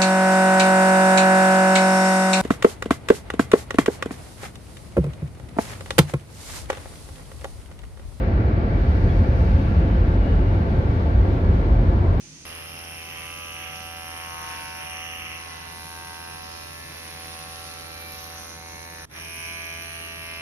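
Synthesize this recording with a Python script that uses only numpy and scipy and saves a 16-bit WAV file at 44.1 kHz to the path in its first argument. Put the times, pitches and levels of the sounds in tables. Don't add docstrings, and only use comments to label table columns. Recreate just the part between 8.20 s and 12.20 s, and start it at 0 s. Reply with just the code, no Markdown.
import sys
import numpy as np
from scipy.fft import rfft, irfft, next_fast_len
from scipy.io import wavfile
from scipy.ndimage import map_coordinates

SR = 44100
rng = np.random.default_rng(int(sys.argv[2]) if len(sys.argv) > 2 else 0)


def transcribe(u):
    v = np.clip(np.atleast_2d(u).T, -1, 1)
    q = np.round(v * 32767).astype(np.int16)
    wavfile.write(sys.argv[1], SR, q)


N = 176400

# frequency in Hz, left-right likeness from -1 to 1.
STEREO_LIKENESS = [(50, 1), (100, 0.97), (200, 0.94), (370, 0.93), (435, .45), (530, .72), (630, .25),
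                   (800, 0.38), (950, -0.41), (1080, -0.59), (1250, -0.87), (1400, -.35), (1850, -0.4),
                   (2200, 0), (2800, .25), (3300, -.05), (5000, -0.014)]


def amp(db):
    return 10 ** (np.asarray(db) / 20)


def over_pitch(points, hz):
    point_hz, values = np.transpose(points)
    return np.interp(np.log(hz + 1), np.log(point_hz + 1), values)


def clock():
    return np.arange(N) / SR


def fader(points):
    return amp(np.interp(clock(), *np.transpose(points)))


def swell(peak_s, spread_s):
    return np.exp(-.5 * ((clock() - peak_s) / spread_s) ** 2)


def wobble(knots_per_s):
    return map_coordinates(rng.standard_normal(256), [clock() * knots_per_s], mode="wrap")


def filtered(x, response):
    size = next_fast_len(N + SR // 2)
    return irfft(rfft(x, size) * response(np.fft.rfftfreq(size, 1 / SR)), size)[..., :N]


def stereo_noise(gain, likeness):
    def mid_side_gains(hz):
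        angle = np.arccos(np.clip(likeness(hz), -1, 1)) / 2
        return gain(hz) * np.array([np.cos(angle), np.sin(angle)]).reshape(2, -1)
    mid, side = filtered(rng.standard_normal((2, N)), mid_side_gains)
    noise = np.array([mid + side, mid - side])
    return noise / np.sqrt(np.mean(noise ** 2) + 1e-20)


def rush(spectrum):
    return stereo_noise(lambda hz: amp(over_pitch(spectrum, hz)),
                        lambda hz: over_pitch(STEREO_LIKENESS, hz))


def ring(centre_hz, half_width_hz, likeness):
    return stereo_noise(lambda hz: 1 / (1 + ((hz - centre_hz) / half_width_hz) ** 2),
                        lambda hz: likeness)


def engine(pitch_hz=83.75, drift=0.0085, waver_db=2):
    # multiple of the pitch, level in dB.
    orders = [(1, -36.5), (2, -41)]
    phase = 2 * np.pi * np.cumsum(pitch_hz * (1 + drift * wobble(3.18))) / SR
    return sum(amp(db + waver_db * wobble(5.9)) * np.sqrt(2) * np.sin(k * phase) for k, db in orders)


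def window_air(flutter_db=1.0):
    # frequency in Hz, relative level in dB.
    colour = [(1000, -18), (2300, -3), (2850, 5.5), (3300, 5), (3700, 4), (4500, -2), (5500, -6.5),
              (6700, -11), (7700, -24), (8500, -20), (9500, -18), (11200, -15), (13000, -25.5),
              (14000, -37.5), (15500, -65.5)]
    # time in seconds, level in dB.
    airflow = [(0, -59), (.5, -56), (.8, -56.5), (1.7, -52), (2.1, -54.5), (2.6, -53), (3, -54),
               (3.4, -53.5), (4, -53.5)]
    # peak time in seconds, spread in seconds, pitch in Hz, level in dB.
    whistles = [(0.912, 0.016, 3380, -52.5), (1.743, 0.06, 3060, -58), (2.09, 0.085, 2880, -53),
                (2.275, 0.045, 2820, -55)]
    hiss = fader(airflow) * amp(flutter_db * wobble(12)) * rush(colour)
    return hiss + sum(amp(db) * swell(peak_s, spread_s) * ring(hz, half_width_hz=45, likeness=0.51)
                      for peak_s, spread_s, hz, db in whistles)


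def tread_hum():
    # time in seconds, level in dB.
    levels = [(0, -56), (1, -49), (2, -49.5), (2.9, -49), (3.35, -41.5), (3.55, -46.5), (3.9, -39.5),
              (4, -42.5)]
    return fader(levels) * ring(centre_hz=982, half_width_hz=160, likeness=-0.065)


def coarse_patches(centre_hz=335, half_width_hz=81):
    # time in seconds, level in dB.
    levels = [(0, -37), (.4, -36.5), (.65, -48), (.87, -34.5), (1.2, -45), (1.5, -37.5), (1.66, -31),
              (1.85, -38.5), (2.33, -34), (2.45, -41.5), (2.65, -32.5), (2.9, -45), (3.08, -30.5),
              (3.25, -35), (3.55, -37), (3.8, -33), (4, -35.5)]
    roar = stereo_noise(lambda hz: 1 / (1 + ((hz - centre_hz) / half_width_hz) ** 4),
                        lambda hz: over_pitch(STEREO_LIKENESS, hz))
    return fader(levels) * roar


def tyre_roar(roar_db=-25.5, cabin_trim_db=0.37, crossover_hz=1300, dulling_db_per_s=0.76):
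    # frequency in Hz, relative level in dB.
    colour = [(60, -17.5), (130, -1.5), (190, -1), (225, -4), (300, -8), (385, -11), (425, -10.5),
              (560, -13), (750, -17.5), (1000, -23.5), (1500, -24.5), (2000, -27), (2450, -33.5),
              (2750, -37), (3300, -45), (4400, -43.5), (5500, -54.5), (8000, -77.5), (12000, -110)]
    # pitch in Hz, half width in Hz, level in dB before the trim,
    # left-right likeness.
    resonances = [(359, 12, -41.5, 0.63), (527, 19, -42.5, .85), (675.5, 13, -45, 0.49),
                  (878, 28, -46, -0.19), (1150, 47, -45.5, -0.87), (1369, 30, -54, .3),
                  (1475, 35, -57, -1.1), (1567, 29, -55, .3), (1699, 11, -56, -0.087),
                  (1860, 70, -56, -0.96), (2279, 49, -56.5, 0.29), (2396, 45, -62, -0.085)]
    roar = amp(roar_db) * rush(colour)
    roar += sum(amp(db + cabin_trim_db) * ring(hz, half_width_hz, likeness)
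                for hz, half_width_hz, db, likeness in resonances)
    top = filtered(roar, lambda hz: 1 - 1 / (1 + (hz / crossover_hz) ** 6))
    dulling = amp(dulling_db_per_s * (clock().mean() - clock()))
    return roar - top + top * dulling


def body_rumble():
    # frequency in Hz, relative level in dB.
    colour = [(12, -31), (20, -29), (31, -20), (40, -2.5), (48, -7), (58, -1), (68, -5.5), (80, -2),
              (93, -1.5), (104, -8.5), (116, -6), (135, -22), (200, -44), (400, -81)]
    # time in seconds, rumble level in dB.
    roughness = [(0, -19.5), (.8, -19.5), (1, -17.5), (1.3, -20), (1.55, -19.5), (2.4, -20), (2.75, -21),
                 (3.1, -17), (3.25, -18), (3.6, -20), (4, -14.5)]
    # time in seconds, level in dB.
    boom_levels = [(0, -50.5), (.6, -23.5), (1, -26.5), (1.55, -23.5), (1.85, -15.5), (2.25, -21.5),
                   (2.45, -30.5), (3.15, -35), (3.5, -17), (4, -38)]
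    rumble = fader(roughness) * rush(colour)
    boom = fader(boom_levels) * ring(centre_hz=47.56, half_width_hz=3.1, likeness=1.0)
    return rumble + boom


def road_bumps(rise_s=0.019):
    # start in seconds, peak level in dB, pitch in Hz.
    bumps = [(0.128, -11, 66.5), (0.231, -12.5, 72.7), (0.674, -8.5, 77), (1.124, -13.5, 70),
             (1.2, -8.5, 73.4), (1.333, -7.5, 71.5), (1.552, -13, 77.4), (1.756, -15, 67),
             (2.093, -12, 79.4), (2.163, -16.5, 74.7), (2.569, -13.5, 94), (2.84, -12, 71.4),
             (2.97, -5.5, 59.2), (3.281, -7.5, 73), (3.5, -9.5, 63.5)]
    thumps = np.zeros(N)
    for start_s, db, hz in bumps:
        age = np.maximum(clock() - start_s, 0)
        envelope = (age / rise_s * np.exp(1 - age / rise_s)) ** 2
        thumps += amp(db) * envelope * np.sin(2 * np.pi * hz * age)
    return thumps


def passing_car(middle_s=1.07, half_length_s=0.42, edge_s=0.067, hiss_db=-52.5, flutter_db=1.0):
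    # frequency in Hz, relative level in dB.
    colour = [(500, -2), (1500, 1), (2500, 3), (3400, -1), (4500, 1), (6000, -6.5), (7000, -14),
              (8000, -25.5), (9500, -15), (11700, -16), (14000, -33.5), (15500, -52)]
    alongside = 1 / (1 + np.exp((np.abs(clock() - middle_s) - half_length_s) / edge_s))
    hiss = alongside * amp(hiss_db + flutter_db * wobble(10)) * rush(colour)
    tyre_band = ring(centre_hz=2640, half_width_hz=280, likeness=0.3)
    trail = amp(-54) * swell(peak_s=1.52, spread_s=0.3) * tyre_band
    drone = ring(centre_hz=162, half_width_hz=22, likeness=0.94)
    wake = amp(-27) * swell(peak_s=1.536, spread_s=0.087) * drone
    return hiss + trail + wake


def scene():
    road = body_rumble() + road_bumps() + tyre_roar() + coarse_patches() + tread_hum()
    return road + engine() + window_air() + passing_car()


def record(dry):
    # frequency in Hz, left minus right in dB.
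    balance = [(300, 0), (700, 0.5), (850, 8), (1000, -2), (1150, 4), (1500, -1), (2000, 3), (3000, 0),
               (3600, 5.5), (4300, -3.5), (6300, -4), (7500, 3), (8500, 8.5), (9400, 1.5), (11000, -12),
               (13000, -8.5), (15000, -2)]
    top_hz = 15700

    def ports(hz):
        gains = amp(np.outer([.5, -.5], over_pitch(balance, hz)))
        equal_power = gains / np.sqrt(np.mean(gains ** 2, axis=0))
        return equal_power * (hz < top_hz)
    return filtered(dry, ports)


dry = scene()
out = record(dry)
transcribe(out)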